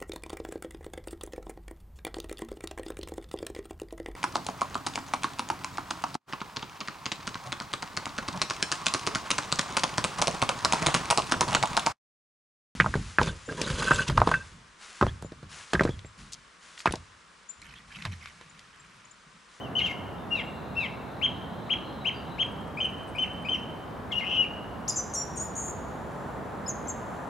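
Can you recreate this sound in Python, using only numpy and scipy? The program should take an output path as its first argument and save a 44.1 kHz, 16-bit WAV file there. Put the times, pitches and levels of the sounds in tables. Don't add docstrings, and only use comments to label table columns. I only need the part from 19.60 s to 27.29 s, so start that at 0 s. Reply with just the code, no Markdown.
import sys
import numpy as np
from scipy import signal
from scipy.fft import rfft, irfft, next_fast_len
from scipy.io import wavfile
from scipy.ndimage import map_coordinates

SR = 44100
rng = np.random.default_rng(int(sys.argv[2]) if len(sys.argv) > 2 else 0)


def store_pcm(level_fs):
    pcm = np.round(np.clip(level_fs, -1, 1) * 32767).astype(np.int16)
    wavfile.write(sys.argv[1], SR, np.atleast_2d(pcm).T)


N = 339129

# (harmonic number, level/dB before colouring)
OVERTONES = [(2, -54.5), (3, -70), (4, -70.5)]
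# (f/Hz, gain/dB)
WINDPIPE_COLOUR = [(4000, -12), (5000, 1.5), (5700, -5), (6400, -1), (7500, 5), (9200, -10.5), (10600, 1.5),
                   (12500, -8.5), (15000, -6)]


def blackbird(knee_db=-39, least_rasp_db=-36):
    song, rough = slurs() + arches() + hooks() + chips() + buzzes()
    wave = signal.hilbert(song, next_fast_len(N))[:N]
    loudness, phase = np.abs(wave), np.angle(wave)

    drive = loudness / (loudness + amp(knee_db)) * amp(2.9 * wobble(120, N))
    overtones = drive * sum(amp(db) * np.cos(round(k) * phase) for k, db in OVERTONES)
    overtones = filtered(overtones, lambda hz: amp(along(WINDPIPE_COLOUR, hz)))

    rasp_colour = [(300, 1.5), (2000, -10.5), (4000, -15.5), (6000, -29.5), (9000, -26), (13000, -36.5)]
    rasp = unit(filtered(rng.standard_normal(N), lambda hz: amp(along(rasp_colour, hz))))
    return song + (rough + amp(least_rasp_db) * song) * rasp + overtones


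# (t/s, attack/s, rise/s, fall/s, hold/s, start f/Hz, top f/Hz, end f/Hz, bend,
#  level/dB, fade/dB, upper voice level/dB re main, rasp level/dB re tone)
SLURS = [ (.002, 0.0037, 0.02, 0.052, 0.0027, 2770, 3120, 2700, 1.2, -50, 4, -25, -21),
         (0.152, 0.0034, .02, 0.035, 0.013, 2870, 3080, 2150, 2.7, -26, -3.5, -9, -11.5),
         (0.225, 0.0078, 0.0094, 0.058, 0.03, 3117, 3220, 2137, 1.5, -31, -1.5, -27, -10),
         (0.702, 0.025, 0.036, 0.088, 0.0036, 2776, 2818, 1780, 1.4, -26, -6, -13, -16),
         (1.164, .007, 0.016, .092, 0.0021, 2690, 2720, 1790, 1.8, -26.5, -3.5, -13, -20.5),
         (4.549, 0.0058, .02, 0.043, 0.031, 2830, 2870, 2110, 7, -28, -3.5, -23, -19),
         (4.765, .014, 0.034, .053, 0.0024, 2875, 2920, 2260, 3.3, -23, -6.5, -40, -31), ]
SPLIT_RATIO, SPLIT_S = 1.5, 0.027


def slurs(release_s=0.0045):
    out = 0
    for (s, attack, rise, fall, hold, start, top, end, bend,
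         db, fade_db, upper_db, rasp_db) in SLURS:
        t, _ = clock(rise + fall + hold)
        falling = np.clip((t - rise) / fall, 0, 1)
        hz = arc(t, rise, start, top, end, falling ** bend)
        gain = amp(db + fade_db * falling ** 2) * envelope(t, attack, release_s)
        split = np.clip((t - rise) / SPLIT_S, 0, 1) ** 2
        out = out + sung(s, hz, gain, split * amp(rasp_db))
        out = out + sung(s, SPLIT_RATIO * hz, gain * split * amp(upper_db))
    return out


# (t/s, top f/Hz, length/s, level/dB before the pitch gain)
ARCHES = [(1.610, 3258, .058, -26.5), (2.092, 3295, 0.05, -25), (2.442, 3153, .059, -26),
          (2.779, 3266, 0.056, -27)]


def arches(top_at=.61, start_ratio=0.55, end_ratio=0.58, rise_bend=2.0, fall_bend=1.76):
    out = 0
    for s, top, length, db in ARCHES:
        t, u = clock(length)
        before_top = np.clip(1 - u / top_at, 0, 1)
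        after_top = np.clip((u - top_at) / (1 - top_at), 0, 1)
        below = (1 - start_ratio) * before_top ** rise_bend + (1 - end_ratio) * after_top ** fall_bend
        gain = amp(db) * envelope(t, attack_s=0.011, release_s=0.0035)
        out = out + sung(s, top * (1 - below), gain)
    return out


# (t/s, top f/Hz, length/s, level/dB before the pitch gain)
HOOKS = [(3.170, 3102, 0.094, -27.5), (3.548, 3080, 0.1, -27.5), (3.846, 3099, .113, -28.5)]


def hooks(lead_share=.35, start_ratio=.88, end_ratio=0.6, sag=0.012, bend=9, drop_db=-9, edge_s=0.0015):
    lead_ratios = np.array((.69, .83, .775))
    out = 0
    for s, top, length, db in HOOKS:
        t, u = clock(length * lead_share)
        lead_hz = arc(t, .018, *(top * lead_ratios), u ** 2)
        out = out + sung(s, lead_hz, amp(db) * envelope(t, 0.0054, edge_s))

        t, u = clock(length * (1 - lead_share))
        hz = arc(t, 0.0085, top * start_ratio, top, top * end_ratio, u ** bend) * (1 - sag * u ** 2)
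        gain = amp(db + drop_db * u ** bend) * envelope(t, edge_s, edge_s)
        out = out + sung(s + length * lead_share, hz, gain)
    return out


# (t/s, rise/s, fall/s, hold/s, start f/Hz, top f/Hz, end f/Hz, level/dB, fade/dB,
#  upper voice level/dB re main, rasp level/dB re tone before landing)
CHIPS = [ (4.515, 0.0023, 0.016, 0.017, 3260, 3444, 2780, -31.5, -4, -22, -13),
         (5.275, 0.016, 0.007, .011, 3080, 7200, 5050, -36, 8, -38, -15),
         (5.356, .013, 0.0097, 0.024, 4830, 7340, 6045, -32.5, 0.5, -37, -29),
         (5.534, .012, 0.0087, 0.068, 4920, 7060, 5667, -34.5, 0.5, -9.5, -15.5),
         (5.754, .008, 0.012, 0.01, 7140, 7260, 6630, -48, 13, -7, -24),
         (5.794, .045, 0.044, 0.021, 6590, 7050, 6740, -31, -28.5, -14.5, -23),
         (5.797, 0.072, 0.027, 0.0033, 4930, 5260, 5000, -61, -4, -35, -39),
         (7.076, 0.0061, 0.02, 0.0026, 6400, 7090, 6340, -31, -5, -42, -32),
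         (7.28, 0.0072, 0.015, .004, 6300, 7510, 6360, -34.5, -2, -39, -30), ]
# (t/s, length/s, start f/Hz, end f/Hz, level/dB before the pitch gain)
PIPS = [(.214, 0.011, 2820, 2890, -25), (1.154, 0.014, 2560, 2700, -39), (4.509, 0.015, 2110, 2170, -39),
        (5.296, 0.015, 10000, 10150, -45), (7.062, 0.011, 5030, 5160, -38.5),
        (7.272, 0.007, 6230, 6140, -43)]
TWITTER_RATIO = 1.27


def chips(attack_s=0.0063, release_s=0.0013, pip_edge_s=0.0017, landed_rasp_db=-10):
    out = 0
    for s, rise, fall, hold, start, top, end, db, fade_db, upper_db, rasp_db in CHIPS:
        t, u = clock(rise + fall + hold)
        fallen = np.sin(np.pi / 2 * np.clip((t - rise) / fall, 0, 1)) ** 2
        hz = arc(t, rise, start, top, end, fallen)
        gain = amp(db + fade_db * u) * envelope(t, attack_s, release_s)
        out = out + sung(s, hz, gain, amp(rasp_db + landed_rasp_db * fallen))
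        out = out + sung(s, TWITTER_RATIO * hz, gain * amp(upper_db))
    for s, length, start, end, db in PIPS:
        t, u = clock(length)
        out = out + sung(s, start + (end - start) * u, amp(db) * envelope(t, pip_edge_s, pip_edge_s))
    return out


# (t/s, length/s, start f/Hz, end f/Hz, level/dB, swell/dB, swing f/Hz,
#  first swings per s, last swings per s, upper voice level/dB re main)
BUZZES = [(4.635, .143, 2400, 2874, -31.5, 4.5, 250, 190, 170, -42),
          (5.949, 0.16, 6770, 6850, -38.5, -5.5, 380, 120, 65, -13)]


def buzzes(settle_s=.03, uneven=0.12, edge_s=0.008, rasp_db=-33):
    out = 0
    for s, length, start, end, db, swell_db, swing, first, last, upper_db in BUZZES:
        t, u = clock(length)
        rate = (first + (last - first) * u) * (1 + uneven * wobble(150, len(t)))
        vibrato = swing * np.sin(2 * np.pi * np.cumsum(rate) / SR)
        hz = end + (start - end) * np.exp(-t / settle_s) + vibrato
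        gain = amp(db + swell_db * u) * envelope(t, edge_s, edge_s)
        out = out + sung(s, hz, gain, amp(rasp_db))
        out = out + sung(s, TWITTER_RATIO * hz, gain * amp(upper_db))
    return out


# (f/Hz, gain/dB)
PITCH_GAIN = [(1780, -22), (2000, -16), (2170, -5), (2450, -14), (2640, -7), (2820, -1.5), (3000, -1),
              (3250, -0.5), (3500, -9), (4100, -7.5), (5100, -3), (6100, 1.5), (9500, 0)]


def sung(s, hz, gain, rasp=0):
    tone = note(s, hz, gain * amp(along(PITCH_GAIN, hz)))
    rasp_share = np.pad(rasp * np.ones(len(hz)), (int(max(s, 0) * SR), N))[:N]
    return np.array([tone, tone * rasp_share])


def note(s, hz, gain, jitter=0.0059, flutter_db=2.5):
    hz = hz * (1 + jitter * wobble(500, len(hz)))
    level = np.sqrt(2) * gain * amp(flutter_db * wobble(183, len(hz)))
    tone = level * np.sin(2 * np.pi * np.cumsum(hz) / SR)
    return np.pad(tone, (int(max(s, 0) * SR), N))[:N]


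def arc(t, rise_s, start_hz, top_hz, end_hz, fallen):
    still_to_rise = np.clip(1 - t / rise_s, 0, 1) ** 2
    return top_hz - (top_hz - start_hz) * still_to_rise - (top_hz - end_hz) * fallen


def clock(length_s):
    t = np.arange(int(length_s * SR)) / SR
    return t, t / t[-1]


def envelope(t, attack_s, release_s):
    edge = np.minimum(t / attack_s, (t[-1] - t) / release_s)
    return np.sin(np.pi / 2 * np.clip(edge, 0, 1)) ** 2


def garden(x, echoes, spread=0.2):
    tail = 0
    for db, t60, rise, delay in echoes:
        t = np.maximum(np.arange(SR) / SR - delay, 0)
        build_up = 1 - np.exp(-(t / rise) ** 2)
        tail = tail + amp(db) * unit(rng.standard_normal((2, SR)) * amp(-60 * t / t60) * build_up)
    mid, side = signal.fftconvolve(x[None], tail / np.sqrt(SR), axes=1)[:, :N]
    return np.array([mid + spread * side, mid - spread * side])


# (t/s, length/s, start f/Hz, end f/Hz, level/dB before direct path and echoes)
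FAR_WHISTLES = [(.575, 0.074, 3670, 3530, -57), (0.827, .12, 7500, 7850, -70), (2.22, .17, 4120, 4130, -60),
                (2.403, 0.028, 3800, 3960, -46), (2.536, .06, 4790, 4660, -52.5),
                (2.695, 0.062, 3840, 4010, -53.5)]
# (t/s, length/s, centre f/Hz, level/dB before direct path and echoes, swing f/Hz, swings per s)
FAR_TRILL = (0.72, 2.2, 3819.5, -58.5, 295, 39)


def far_bird(direct_db=-7, edge_s=0.0096, trill_edge_s=0.1):
    s, length, hz, db, swing, rate = FAR_TRILL
    t, _ = clock(length)
    trill_hz = hz + swing * np.sin(2 * np.pi * rate * t)
    trill_gain = amp(db) * envelope(t, trill_edge_s, trill_edge_s)
    song = note(s, trill_hz, trill_gain, jitter=.02, flutter_db=2)
    for s, length, start, end, db in FAR_WHISTLES:
        t, u = clock(length)
        gain = amp(db) * envelope(t, edge_s, edge_s)
        song = song + note(s, start + (end - start) * u, gain, jitter=0.0072, flutter_db=3)
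    return amp(direct_db) * song + garden(song, [(-8.5, 0.17, 0.0071, 0), (-11, 0.52, 0.016, 0)])


# (t/s, level/dB)
TICK_LEVEL = [(2.4, -100), (2.7, -69), (3.1, -62), (3.7, -59.5), (4.0, -64), (4.5, -100)]


def ticking(rate=19, scatter_s=0.021, width_s=0.0042):
    t = np.arange(N) / SR
    beat = (t + scatter_s * wobble(rate, N)) * rate
    pulses = np.exp(-((beat % 1 - .5) / (rate * width_s)) ** 2) * amp(3.1 * wobble(rate, N))
    colour = [(4000, -37), (7000, -20.5), (8200, -3), (9600, -5.5), (10800, -19), (13000, -40)]
    return pulses * amp(curves(TICK_LEVEL)[0]) * rush(colour)


# (t/s, level/dB)
MOTOR_LEVEL = [(5.7, -89), (6.2, -71), (7.69, -66)]
# (f/Hz, relative level/dB)
MOTOR_RESONANCES = [(6050, -3), (7300, 1.5), (9500, -3), (10800, -9)]


def lens_motor(width_hz=220):
    gears = lambda f: sum(amp(db) / (1 + ((f - hz) / width_hz) ** 2) for hz, db in MOTOR_RESONANCES)
    hiss = unit(filtered(rng.standard_normal(N), gears))
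    return amp(curves(MOTOR_LEVEL)[0] + 1.3 * wobble(5, N)) * hiss


# (f/Hz, relative level/dB per Hz)
RUMBLE = [(15, -44), (25, -64), (48, -5.5), (70, -1.5), (184, 0.5), (258, -0.5), (313, -4), (450, -11.5),
          (580, -31.5), (990, -120)]
TYRES = [(250, -19), (400, 0), (700, 1.5), (1000, -0.5), (1400, -5.5), (1800, -10.5), (2300, -20.5),
         (3200, -32.5), (6000, -53)]
HISS = [(1200, -27), (2200, 5.5), (3500, 3.5), (5000, -4.5), (7000, -8), (10000, -10), (15500, -14.5)]
# (t/s, level/dB)
TYRE_LEVEL = [(0, -41.5), (3.8, -41.5), (5.5, -41), (7.69, -38)]
# (f/Hz, L-R level/dB)
BACKGROUND_LEAN = [(60, -3.5), (200, -2.5), (400, 0), (800, 0.7), (2000, 0), (12000, 0.5)]


def background(rumble_db=-41, hiss_db=-59.5, waver_db=.5, waver_rate=5):
    rumble = amp(rumble_db + waver_db * wobble(waver_rate, N)) * rush(RUMBLE)
    tyres = amp(curves(TYRE_LEVEL)[0]) * rush(TYRES)
    return placed(rumble + tyres + amp(hiss_db) * rush(HISS), BACKGROUND_LEAN)


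# (f/Hz, correlation)
ALIKE = [(60, 0.92), (200, 0.81), (500, 0.66), (1500, 0.6), (4000, 0.72), (12000, 0.65)]


def rush(spectrum):
    turn = lambda hz: np.arccos(np.clip(along(ALIKE, hz), -1, 1)) / 2
    colour = lambda hz: amp(along(spectrum, hz)) * [np.cos(turn(hz)), np.sin(turn(hz))]
    mid, side = filtered(rng.standard_normal((2, N)), colour)
    return unit(np.array([mid + side, mid - side]))


def amp(db):
    return 10 ** (np.asarray(db) / 20)


def unit(x):
    return x / np.sqrt(np.mean(x ** 2) + 1e-20)


def along(points, hz):
    f, v = np.transpose(points)
    return np.interp(np.log(hz + 1), np.log(f + 1), v)


def curves(rows):
    s, *cols = np.transpose(rows)
    return [np.interp(np.arange(N) / SR, s, c) for c in cols]


def wobble(rate, size):
    return map_coordinates(rng.standard_normal(4096), [np.arange(size) * rate / SR], mode="mirror")


def filtered(x, response):
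    m = next_fast_len(N + SR // 2)
    return irfft(rfft(x, m) * response(np.fft.rfftfreq(m, 1 / SR)), m)[..., :N]


def placed(x, lean):
    return filtered(x, lambda hz: amp(np.outer([.5, -.5], along(lean, hz))))


# (t/s, echo level/dB, direct sound's L-R level/dB before overall balance)
FACING = [(0, -1.5, 7.5), (2.9, -1.5, 8), (3.15, 2, 5), (4.0, 0.5, 6.5), (4.5, -2.5, 8), (5.3, -1, 6.5),
          (7.3, -5.5, 4.5)]
# (level/dB before the facing, t60/s, build-up/s, delay/s)
ECHOES = [(-5.5, 0.1, .008, 0.0014), (-9.5, 0.13, .005, 0.028), (-12.5, 0.51, 0.04, 0.0084),
          (-15.5, 1.14, 0.065, 0.0074)]
# (f/Hz, gain/dB)
TWIGS = [(2500, -9), (3500, 7), (5000, -11), (7000, 2.5), (15000, 0)]
# (f/Hz, left lead/rad)
BIRD_PHASE = [(2300, -0.092), (2850, -0.63), (3300, -0.3), (5000, 0)]
# (f/Hz, L-R level/dB)
BIRD_LEAN = [(2000, 2), (3500, -2), (6000, -2), (12000, 3)]


def scene(direct_treble_db=-2):
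    song = blackbird()
    echo_db, lean_db = curves(FACING)
    direct = filtered(song, lambda hz: amp(along([(3500, 0.0022), (6000, direct_treble_db)], hz)))
    direct = direct * amp(np.outer([.5, -.5], lean_db))

    twig_song = filtered(song, lambda hz: amp(along(TWIGS, hz)))
    scattered = garden(twig_song, [(-4, 0.055, 0.0019, 0.0031)])
    echoes = garden(song * amp(echo_db), ECHOES, spread=0.21)

    phase = lambda hz: np.exp(1j * np.outer([.5, -.5], along(BIRD_PHASE, hz)))
    bird = placed(filtered(direct + scattered + echoes, phase), BIRD_LEAN)
    return bird + far_bird() + background() + ticking() + lens_motor()


def record(dry, top_hz=15870):
    return filtered(dry, lambda hz: hz < top_hz)


dry = scene()
out = record(dry)
store_pcm(out)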